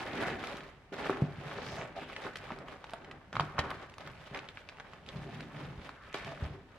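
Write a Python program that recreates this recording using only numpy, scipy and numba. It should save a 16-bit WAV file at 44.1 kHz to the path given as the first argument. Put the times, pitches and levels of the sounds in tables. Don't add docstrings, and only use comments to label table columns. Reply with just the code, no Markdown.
import sys
import numpy as np
from scipy import signal
from scipy.fft import rfft, irfft
from scipy.io import wavfile
from scipy.ndimage import uniform_filter1d
from numba import njit

SR = 44100
rng = np.random.default_rng(int(sys.argv[2]) if len(sys.argv) > 2 else 0)


def transcribe(u):
    v = np.clip(np.atleast_2d(u).T, -1, 1)
    q = np.round(v * 32767).astype(np.int16)
    wavfile.write(sys.argv[1], SR, q)


N = 298998
TIME = np.arange(N) / SR

# frequency in Hz, level in dB, decay time t60 in seconds.
BOX_MODES = [(42.5, -4.5, 0.05), (79.7, -3.5, 0.18), (106.5, -0.5, 0.098), (143.4, 1, 0.18),
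             (185.5, 0, 0.13), (246.4, 0, 0.18), (294.4, -1, 0.1), (334, 2.5, 0.12), (386.3, 2, 0.13),
             (449, -0.5, 0.055), (547, -19.5, 0.11), (707, -1, 0.12), (785, -8.5, 0.31)]


def undb(db):
    return 10 ** (np.asarray(db) / 20)


def unit(x):
    return x / np.sqrt(np.mean(x ** 2))


def read(points, hz):
    log_hz, level_db = np.log(np.array(points)[:, 0]), np.array(points)[:, 1]
    return np.interp(np.log(np.maximum(hz, 1)), log_hz, level_db)


def walk(rate):
    hold = max(int(SR / rate), 2)
    steps = np.repeat(rng.standard_normal(N // hold + 1), hold)[:N]
    return 1.2 * uniform_filter1d(steps, hold)


@njit
def rings(n, start, lag, hz, t60, left, right, rise):
    margin = 16
    out = np.zeros((2, n + 64))
    for k in range(len(start)):
        turn = np.exp(2j * np.pi * hz[k] / SR - np.log(1000.) / (t60[k] * SR))
        swell_decay = np.exp(-1. / (rise * t60[k] * SR))
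        phasor, unswelled = 1. + 0j, 1.
        for i in range(start[k], min(start[k] + int(t60[k] * SR) + 2, n)):
            sample = phasor.imag * (1 - unswelled)
            out[0, i + margin + lag[k]] += left[k] * sample
            out[1, i + margin] += right[k] * sample
            phasor *= turn
            unswelled *= swell_decay
    return out[:, margin:n + margin]


def grains(s, hz, t60, size, pan_db, lag, rise=0.00089):
    start = (np.asarray(s) * SR).astype(np.int64)
    lag = np.clip(np.round(lag), -12, 12).astype(np.int64)
    left, right = size * undb(pan_db / 2), size * undb(-pan_db / 2)
    return rings(N, start, lag, np.clip(hz, 20, .44 * SR), np.clip(t60, 1e-4, 1.), left, right, max(rise, 1e-4))


def pair(n, alike_hz):
    mid, side = rfft(rng.standard_normal((2, n)))
    side = side * np.clip(np.fft.rfftfreq(n, 1 / SR) / alike_hz, .25, 1)
    return np.array([mid + side, mid - side])


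def effort(moves, s, fall_db_s, rest_db):
    start, swell, hold, db, colour_db = np.transpose(moves)[:, :, None]
    grid = TIME[::64]
    below_db = 20 * np.maximum(start - grid, 0) / np.maximum(swell, .002)
    fallen_db = fall_db_s * np.maximum(grid - start - hold, 0)
    power = undb(db - below_db - fallen_db) ** 2
    total = power.sum(axis=0) + undb(rest_db) ** 2
    level_db = 10 * np.log10(total)
    mean_colour_db = (power * colour_db).sum(axis=0) / total
    return np.interp(s, grid, level_db), np.interp(s, grid, mean_colour_db)


def film(s):
    # start of the full level in seconds, swell in seconds, hold in seconds,
    # crinkle level in dB, brightness in dB.
    tugs = [(0, 0.086, 0.049, -42.5, 4), (.18, 0.21, 0.11, -39, 4), (.42, 0.08, 0.14, -43.5, 5),
            (.925, 0.0039, 0.049, -44.5, 3), (1.01, 0.047, 0.084, -39, 2.5), (1.15, 0.04, 0.14, -50.5, 0.5),
            (1.47, 0.21, 0.11, -44.5, 4), (1.62, 0.056, 0.14, -46, 7), (1.79, 0.092, 0.02, -43.5, 0),
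            (1.96, 0.012, 0.069, -48, 4.5), (2.09, 0.017, 0.11, -47.5, 6), (2.24, .1, 0.0088, -42.5, 3),
            (2.4, 0.059, 0.13, -49.5, 4.5), (2.58, 0.06, 0.044, -52.5, -5), (2.69, 0.12, 0.029, -51, 4),
            (2.86, 0.19, 0.17, -56, 3), (3.05, 0.11, 0.09, -53, -4), (3.33, 0.0049, 0.14, -49.5, 4.5),
            (3.59, 0.047, 0.019, -37.5, -1.5), (3.7, 0.095, 0.021, -51.5, 18.5), (3.8, 0.03, 0.046, -50, 2),
            (4.01, 0.065, 0.027, -50.5, 3.5), (4.1, 0.074, 0.11, -56.5, 6.5), (4.27, 0.076, 0.0075, -53, 9),
            (4.34, 0.045, 0.017, -43.5, 0), (4.44, .08, 0.16, -61, 12), (4.73, 0.17, 0.22, -55, 3),
            (5.1, 0.13, 0.33, -52, 6), (5.6, 0.26, 0.054, -46.5, 3), (5.83, 0.15, 0.019, -51, 5),
            (6.03, 0.11, 0.053, -57.5, 6.5), (6.145, 0.009, 0.015, -42.5, 7), (6.25, 0.11, 0.21, -48, 3.5),
            (6.74, 0.15, .04, -59, 3.5)]
    return effort(tugs, s, fall_db_s=109, rest_db=-67)


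def crackle(s):
    # start in seconds, end in seconds.
    slides = [(1.35, 1.9), (5.1, 5.85)]
    sliding = sum((s > start) & (s < end) for start, end in slides)
    return np.where(sliding, 0.63, 1)


def hum():
    # frequency in Hz, relative density in dB per Hz.
    spectrum = [(15, -16), (25, 0.5), (59, 0.5), (101, -2.5), (142, -4), (250, -19.5), (769, -18),
                (1910, -20.5), (6720, -37.5), (15000, -43)]
    noise = irfft(pair(N, 2500.0) * undb(read(spectrum, np.fft.rfftfreq(N, 1 / SR))), N)
    return unit(noise) * undb(-59)


def room(dry):
    # centre in Hz, decay time t60 in seconds, level in dB.
    bands = [(133, 0.61, -8.5), (535, 0.1, -9), (1420, 0.6, -7), (4250, 0.11, -11), (9800, 0.088, -4)]
    n = SR // 2
    t, hz, echoes = np.arange(n) / SR, np.fft.rfftfreq(n, 1 / SR), pair(n, 2700.0)
    tail = 0
    for band_hz, t60, db in bands:
        octaves = np.log2(np.maximum(hz, 20) / band_hz)
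        onset = np.clip(t / 0.0013, 0, 1)
        band = irfft(echoes * np.exp(-octaves ** 2), n) * undb(-60 * t / t60) * onset
        share = np.exp(-2 * octaves ** 2).mean()
        tail = tail + undb(db) * band * np.sqrt(share / np.mean(np.sum(band ** 2, axis=1)))
    return signal.fftconvolve(dry.mean(axis=0)[None], tail, axes=1)[:, :N]


def shake(count=9000, scatter_db=3.0, damping=0.74):
    # start of the full level in seconds, swell in seconds, hold in seconds,
    # level in dB, upper walls against lower in dB.
    drags = [(0, 0.2, 0.089, -52.5, 8.5), (.2, 0.19, 0.11, -43.5, 6.5), (.57, .12, 0.021, -55, 4),
             (.93, 0.027, 0.046, -58, 4), (1.14, 0.23, 0.032, -48.5, 9.5), (1.4, 0.072, 0.25, -49.5, -1.5),
             (1.69, 0.13, 0.041, -42, -9), (1.9, .15, 0.18, -57, 5), (2.3, .15, 0.18, -54, -14),
             (2.56, 0.16, 0.057, -53.5, 5.5), (3.02, 0.18, 0.1, -55, 1.5), (3.35, 0.064, 0.057, -40, -6.5),
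             (3.62, 0.14, 0.091, -46.5, -1), (4.05, 0.089, .05, -48, -19.5), (4.36, 0.18, 0.14, -58.5, -10),
             (5.15, 0.14, 0.22, -45, -8.5), (5.3, 0.47, 0.15, -46.5, -4.5), (5.62, 0.18, 0.076, -42.5, -17),
             (6.24, 0.15, 0.033, -44.5, -24), (6.4, .05, 0.16, -53, 0.5)]
    u = rng.random((count, 5)).T
    s = u[0] * N / SR
    hz, mode_db, t60 = np.array(BOX_MODES)[(u[1] * len(BOX_MODES)).astype(int)].T
    hz = hz * (1 + 0.1 * (u[4] - .5))
    level_db, upper_db = effort(drags, s, fall_db_s=89, rest_db=-72)
    size = undb(mode_db - scatter_db * np.log(u[2] + 0.0091) - 4.7 * (hz < 90))
    tilt_db = np.clip(np.log2(hz / 180) / 0.61, 0, 1) * upper_db
    place = (6.2 * (u[3] - .55), 16 * (u[3] - .4), .03)
    even = grains(s, hz, damping * t60, size, *place)
    walls = grains(s, hz, damping * t60, size * undb(level_db + tilt_db), *place)
    return walls / np.sqrt(np.mean(even ** 2))


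def knocks(width=0.42):
    # start in seconds, level in dB, pitch of the struck wall in Hz,
    # contact time in seconds.
    blows = [(0.541, -29.5, 314, 0.0027), (0.92, -33, 383, 0.0018), (1.096, -17, 410, 0.001),
             (1.22, -12.5, 154, 0.0015), (1.382, -29, 139, 0.0028), (2.261, -25.5, 506, 0.0025),
             (2.517, -23.5, 334, 0.0041), (3.402, -25.5, 105, 0.0028), (3.587, -19.5, 85, 0.0036),
             (4.313, -35.5, 158, 0.0015), (5.779, -20.5, 48, 0.0032), (6.143, -29, 500, 0.0015),
             (6.405, -31, 221, 0.0028), (6.423, -16.5, 81.6, 0.0013), (6.452, -22, 80, 0.0019),
             (6.504, -34.5, 144, 0.0023)]
    out = np.zeros((2, N))
    hz, mode_db, t60 = np.transpose(BOX_MODES)
    for s, db, wall_hz, contact in blows:
        size = undb(db + mode_db - 7) / (1 + (np.log2(hz / wall_hz) / width) ** 2)
        u = rng.random((2, len(hz)))
        bent_hz, short_t60 = hz * (1 + 0.036 * (u[0] - .5)), t60 * (1 - 0.28 * u[1])
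        ring = grains(0 * hz, bent_hz, short_t60, size, 0 * hz, 0 * hz)[0, :SR // 2]
        push = np.hanning(int(np.clip(contact, .0003, .02) * SR) + 2)
        ring = np.convolve(ring, push / push.sum())
        ring = signal.sosfilt(signal.butter(2, 0.64 * wall_hz, "high", fs=SR, output="sos"), ring)
        i = int(s * SR)
        out[:, i:i + len(ring)] += ring[:N - i]
    return out


def swish(count=1500):
    # middle in seconds, half length (standard deviation) in seconds, pitch in Hz,
    # level in dB, glide in octaves per half length.
    strokes = [(0.22, 0.065, 1910, -42, 0.014), (1.705, 0.058, 5200, -52.5, 0.13),
               (1.795, 0.039, 672, -45.5, -0.042), (1.98, .014, 713, -42.5, 0.039),
               (2.027, .03, 2700, -52.5, 0.086), (2.158, 0.031, 2790, -58, 0.04),
               (3.66, .045, 1200, -44, -0.023), (5.549, .2, 260, -53.5, 0.052),
               (6.042, 0.048, 1480, -55.5, -0.042), (6.19, .04, 2100, -49.5, -0.052)]
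    out = 0
    for middle, half, hz, db, glide in strokes:
        g = rng.standard_normal((count, 4)).T
        pitch = hz * 2 ** (0.17 * g[1] + glide * g[0])
        t60 = 11. / hz + 0 * g[0]
        scrape = grains(middle + half * g[0], pitch, t60, g[2], 0 * g[0], 2.1 * g[3], rise=0.089)
        out = out + undb(db) * scrape / np.sqrt(np.sum(scrape ** 2) / (4 * half * SR))
    return out


def squeak():
    # start in seconds, end in seconds, pitch in Hz, level in dB, throb in dB.
    tones = [(6.252, 6.35, 668, -50, 1.5)]
    out = 0
    for start, end, hz, db, throb_db in tones:
        waver = 0.01 * throb_db * walk(150)
        sag = 0.21 * np.clip(TIME - start, 0, .2)
        phase = 2 * np.pi * hz * np.cumsum(1 + waver - sag) / SR
        edge = np.clip(np.minimum(TIME - start, end - TIME) / 0.012, 0, 1)
        out = out + np.sqrt(2) * edge * undb(db + throb_db * walk(90)) * np.sin(phase)
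    return out


def ticks(low_hz=1480.0, octaves=1.5, cycles=6.7, scatter_db=10.5, overtone_db=-5.5):
    u = rng.random((int(38 * N / SR), 5)).T
    s, hz = u[0] * N / SR, low_hz * 2 ** (octaves * u[1])
    over_film_db = 3 + scatter_db * np.log(u[2] + .05)
    size = crackle(s) * undb(film(s)[0] + over_film_db)
    place = (6.0 * (u[3] - .6), 14.0 * (u[4] - .5), .03)
    out = 0
    for k, ratio in enumerate((1, 1.55, 2.4, 3.6)):
        out = out + grains(s, ratio * hz, cycles / hz, size * undb(k * overtone_db), *place)
    return out


def snaps(count=60, cycles=7.5, tick_db=7.5, rattle_s=0.056):
    # start in seconds, level in dB, ring pitch in Hz, treble in dB, rattle in dB.
    releases = [(0.4387, -23.5, 1360, -17, -4), (0.471, -29, 2500, -3.5, -12),
                (0.57, -35.5, 3200, -3.5, -11), (0.607, -28.5, 2110, -24, -7),
                (0.9224, -49, 1560, -20, -10), (0.941, -38.5, 970, -4.5, 11.5),
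                (1.059, -25, 1240, -32, -12), (1.096, -14, 1170, -38, -17), (1.1279, -27.5, 1320, -22, -22),
                (1.5139, -29.5, 1410, -20, -2), (1.8145, -22.5, 2170, -31, -20),
                (2.0987, -31.5, 1180, -38, -2), (2.1635, -24, 2240, -18, -1.5),
                (2.2667, -23, 1380, -32, -6), (2.357, -24.5, 1830, -9.5, 0), (2.369, -32.5, 3500, -4, -2),
                (2.385, -36, 4420, -11, -14), (2.505, -23.5, 1180, -31, 0.5), (2.5203, -25, 1930, -35, -13),
                (2.587, -35, 1350, -6.5, -9), (2.6835, -31, 1110, -15.5, -11),
                (2.8415, -30.5, 1410, -10.5, -1), (2.869, -40, 3000, -13, -12),
                (2.895, -35.5, 1140, -8, -1), (2.9067, -43, 3000, -4, -10), (2.935, -26, 1350, -8.5, -1),
                (3.0459, -36, 2000, -11, -1), (3.1125, -30.5, 2050, -12.5, 2), (3.3283, -32, 1510, -5.5, 3),
                (3.337, -31, 1540, -28, -3), (3.3544, -18, 1290, -20, -10), (3.367, -12.5, 1230, -24, -9),
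                (3.3968, -7, 1120, -22.5, -18), (3.4058, -24, 1290, -7, 4), (3.5821, -18.5, 1360, -20, 0),
                (3.5898, -14.5, 1980, -16.5, 7), (3.5939, -19, 2920, -24, 2.5),
                (3.7042, -29, 1060, -6, -15), (3.7129, -27.5, 1300, -30, 7), (3.897, -40, 4000, -4.5, -13),
                (3.92, -47, 2960, -17, -14), (3.9397, -34.5, 2500, -13, -12), (3.982, -31, 1110, -7.5, -14),
                (4.074, -35.5, 1970, -4, 3), (4.3465, -22, 2060, -15, -7), (4.36, -26, 2350, -21, -16),
                (4.374, -26.5, 2530, -13, -13), (4.3899, -24, 2570, -14, -19),
                (4.4883, -23, 3370, -20, -14), (4.5727, -24, 2350, -46, -8.5),
                (4.689, -24.5, 3760, -33, -1.5), (4.7714, -39.5, 2580, -13, -16),
                (4.785, -35, 1430, -21, -10), (4.799, -26, 2130, -25, 3.5), (4.934, -34, 1180, -11.5, -12),
                (5.0634, -37, 3300, -14, -2), (5.089, -23, 3670, -22, -9), (5.345, -41, 3500, -8, -12),
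                (5.4065, -28, 1800, -9.5, -16), (5.8914, -28.5, 1450, -15, -3),
                (6.128, -36, 1990, -7.5, -3), (6.1428, -25, 1300, -7.5, 6), (6.2462, -28, 1920, -10, -8),
                (6.376, -31, 1300, -30, -15)]
    s, db, hz, treble_db, rattle_db = np.transpose(releases)
    u = rng.random((len(s), 4, count)).transpose(1, 0, 2)
    pan_db, lag = 2.0 * (u[2, :, 0] - 1.1), 6.8 * (u[3, :, 0] - .5)
    size = undb(db)
    out = grains(s, hz, cycles / hz, 1.01 * size, pan_db, lag, rise=0.03)

    tick_bands = ((2600., 0.57), (3800., 0.84), (5600., 1.19), (8500., 1.5), (12000., 1.85))
    for k, (tick_hz, dulling) in enumerate(tick_bands):
        moment = s + 0.0028 * u[0, :, k]
        pitch = tick_hz * 2 ** (.5 * u[1, :, k] - .25)
        t60 = 5.7 / tick_hz + 0.0012 + 0 * s
        level = size * undb(dulling * treble_db + tick_db - 4.0)
        out += grains(moment, pitch, t60, level, pan_db, lag, rise=0.023)

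    after = u[0] ** 1.5
    octaves = 3.25 * u[1] - 1.1
    pitch = (hz[:, None] * 2 ** octaves).ravel()
    tilt_db = treble_db[:, None] * np.clip(octaves / 2.8, 0, 1)
    late = size[:, None] * undb(rattle_db[:, None] - 63 * after + tilt_db) * (2 * u[2] - 1)
    late_s = (s[:, None] + rattle_s * after).ravel()
    late_pan_db = np.repeat(pan_db, count)
    late_lag = np.repeat(lag, count) + 3.7 * (u[3].ravel() - .5)
    return out + grains(late_s, pitch, 7.0 / pitch, late.ravel(), late_pan_db, late_lag, rise=0.018)


def crinkle(count=50000, cycles=4.62, scatter_db=2.5, burst_db=2.5, spread=2.5, pan_db=-0.7):
    # frequency in Hz, level in dB.
    buckle_sizes = [(250, -7.5), (500, -3), (1000, 0), (1500, 3.5), (2500, 0.5), (4000, -4.5), (7000, -14),
                    (12000, -4.5)]
    u, g = rng.random((count, 4)).T, rng.standard_normal((count, 2)).T
    s, hz = u[0] * N / SR, 250 * 48 ** u[1]
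    level_db, bright_db = film(s)
    bursts = np.clip(burst_db * walk(70)[(s * SR).astype(int)], -4, 4) * crackle(s)
    size_db = read(buckle_sizes, hz) - scatter_db * np.log(u[2] + 0.0021) + bursts
    size = undb(size_db) * np.sign(u[3] - .5)
    place = (pan_db + 5.4 * g[0], spread * g[1], .08)
    even = grains(s, hz, cycles / hz, size, *place)
    tilt_db = bright_db * np.clip(np.log2(hz / 1500) / 0.8, 0, 1.3)
    sheet = grains(s, hz, cycles / hz, size * undb(level_db + tilt_db), *place)
    return sheet / np.sqrt(np.mean(even ** 2))


def scene():
    box = shake() + knocks()
    wrap = swish() + squeak() + ticks() + snaps() + crinkle()
    dry = box + wrap
    return hum() + room(dry) + dry


def record(dry):
    bass_loss = signal.butter(2, 35., "high", fs=SR, output="sos")
    dulling = signal.butter(1, 5000., fs=SR, output="sos")
    top_cut = signal.ellip(8, .2, 70, 15800, fs=SR, output="sos")
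    return signal.sosfilt(np.vstack([bass_loss, dulling, top_cut]), dry)


dry = scene()
out = record(dry)
transcribe(out)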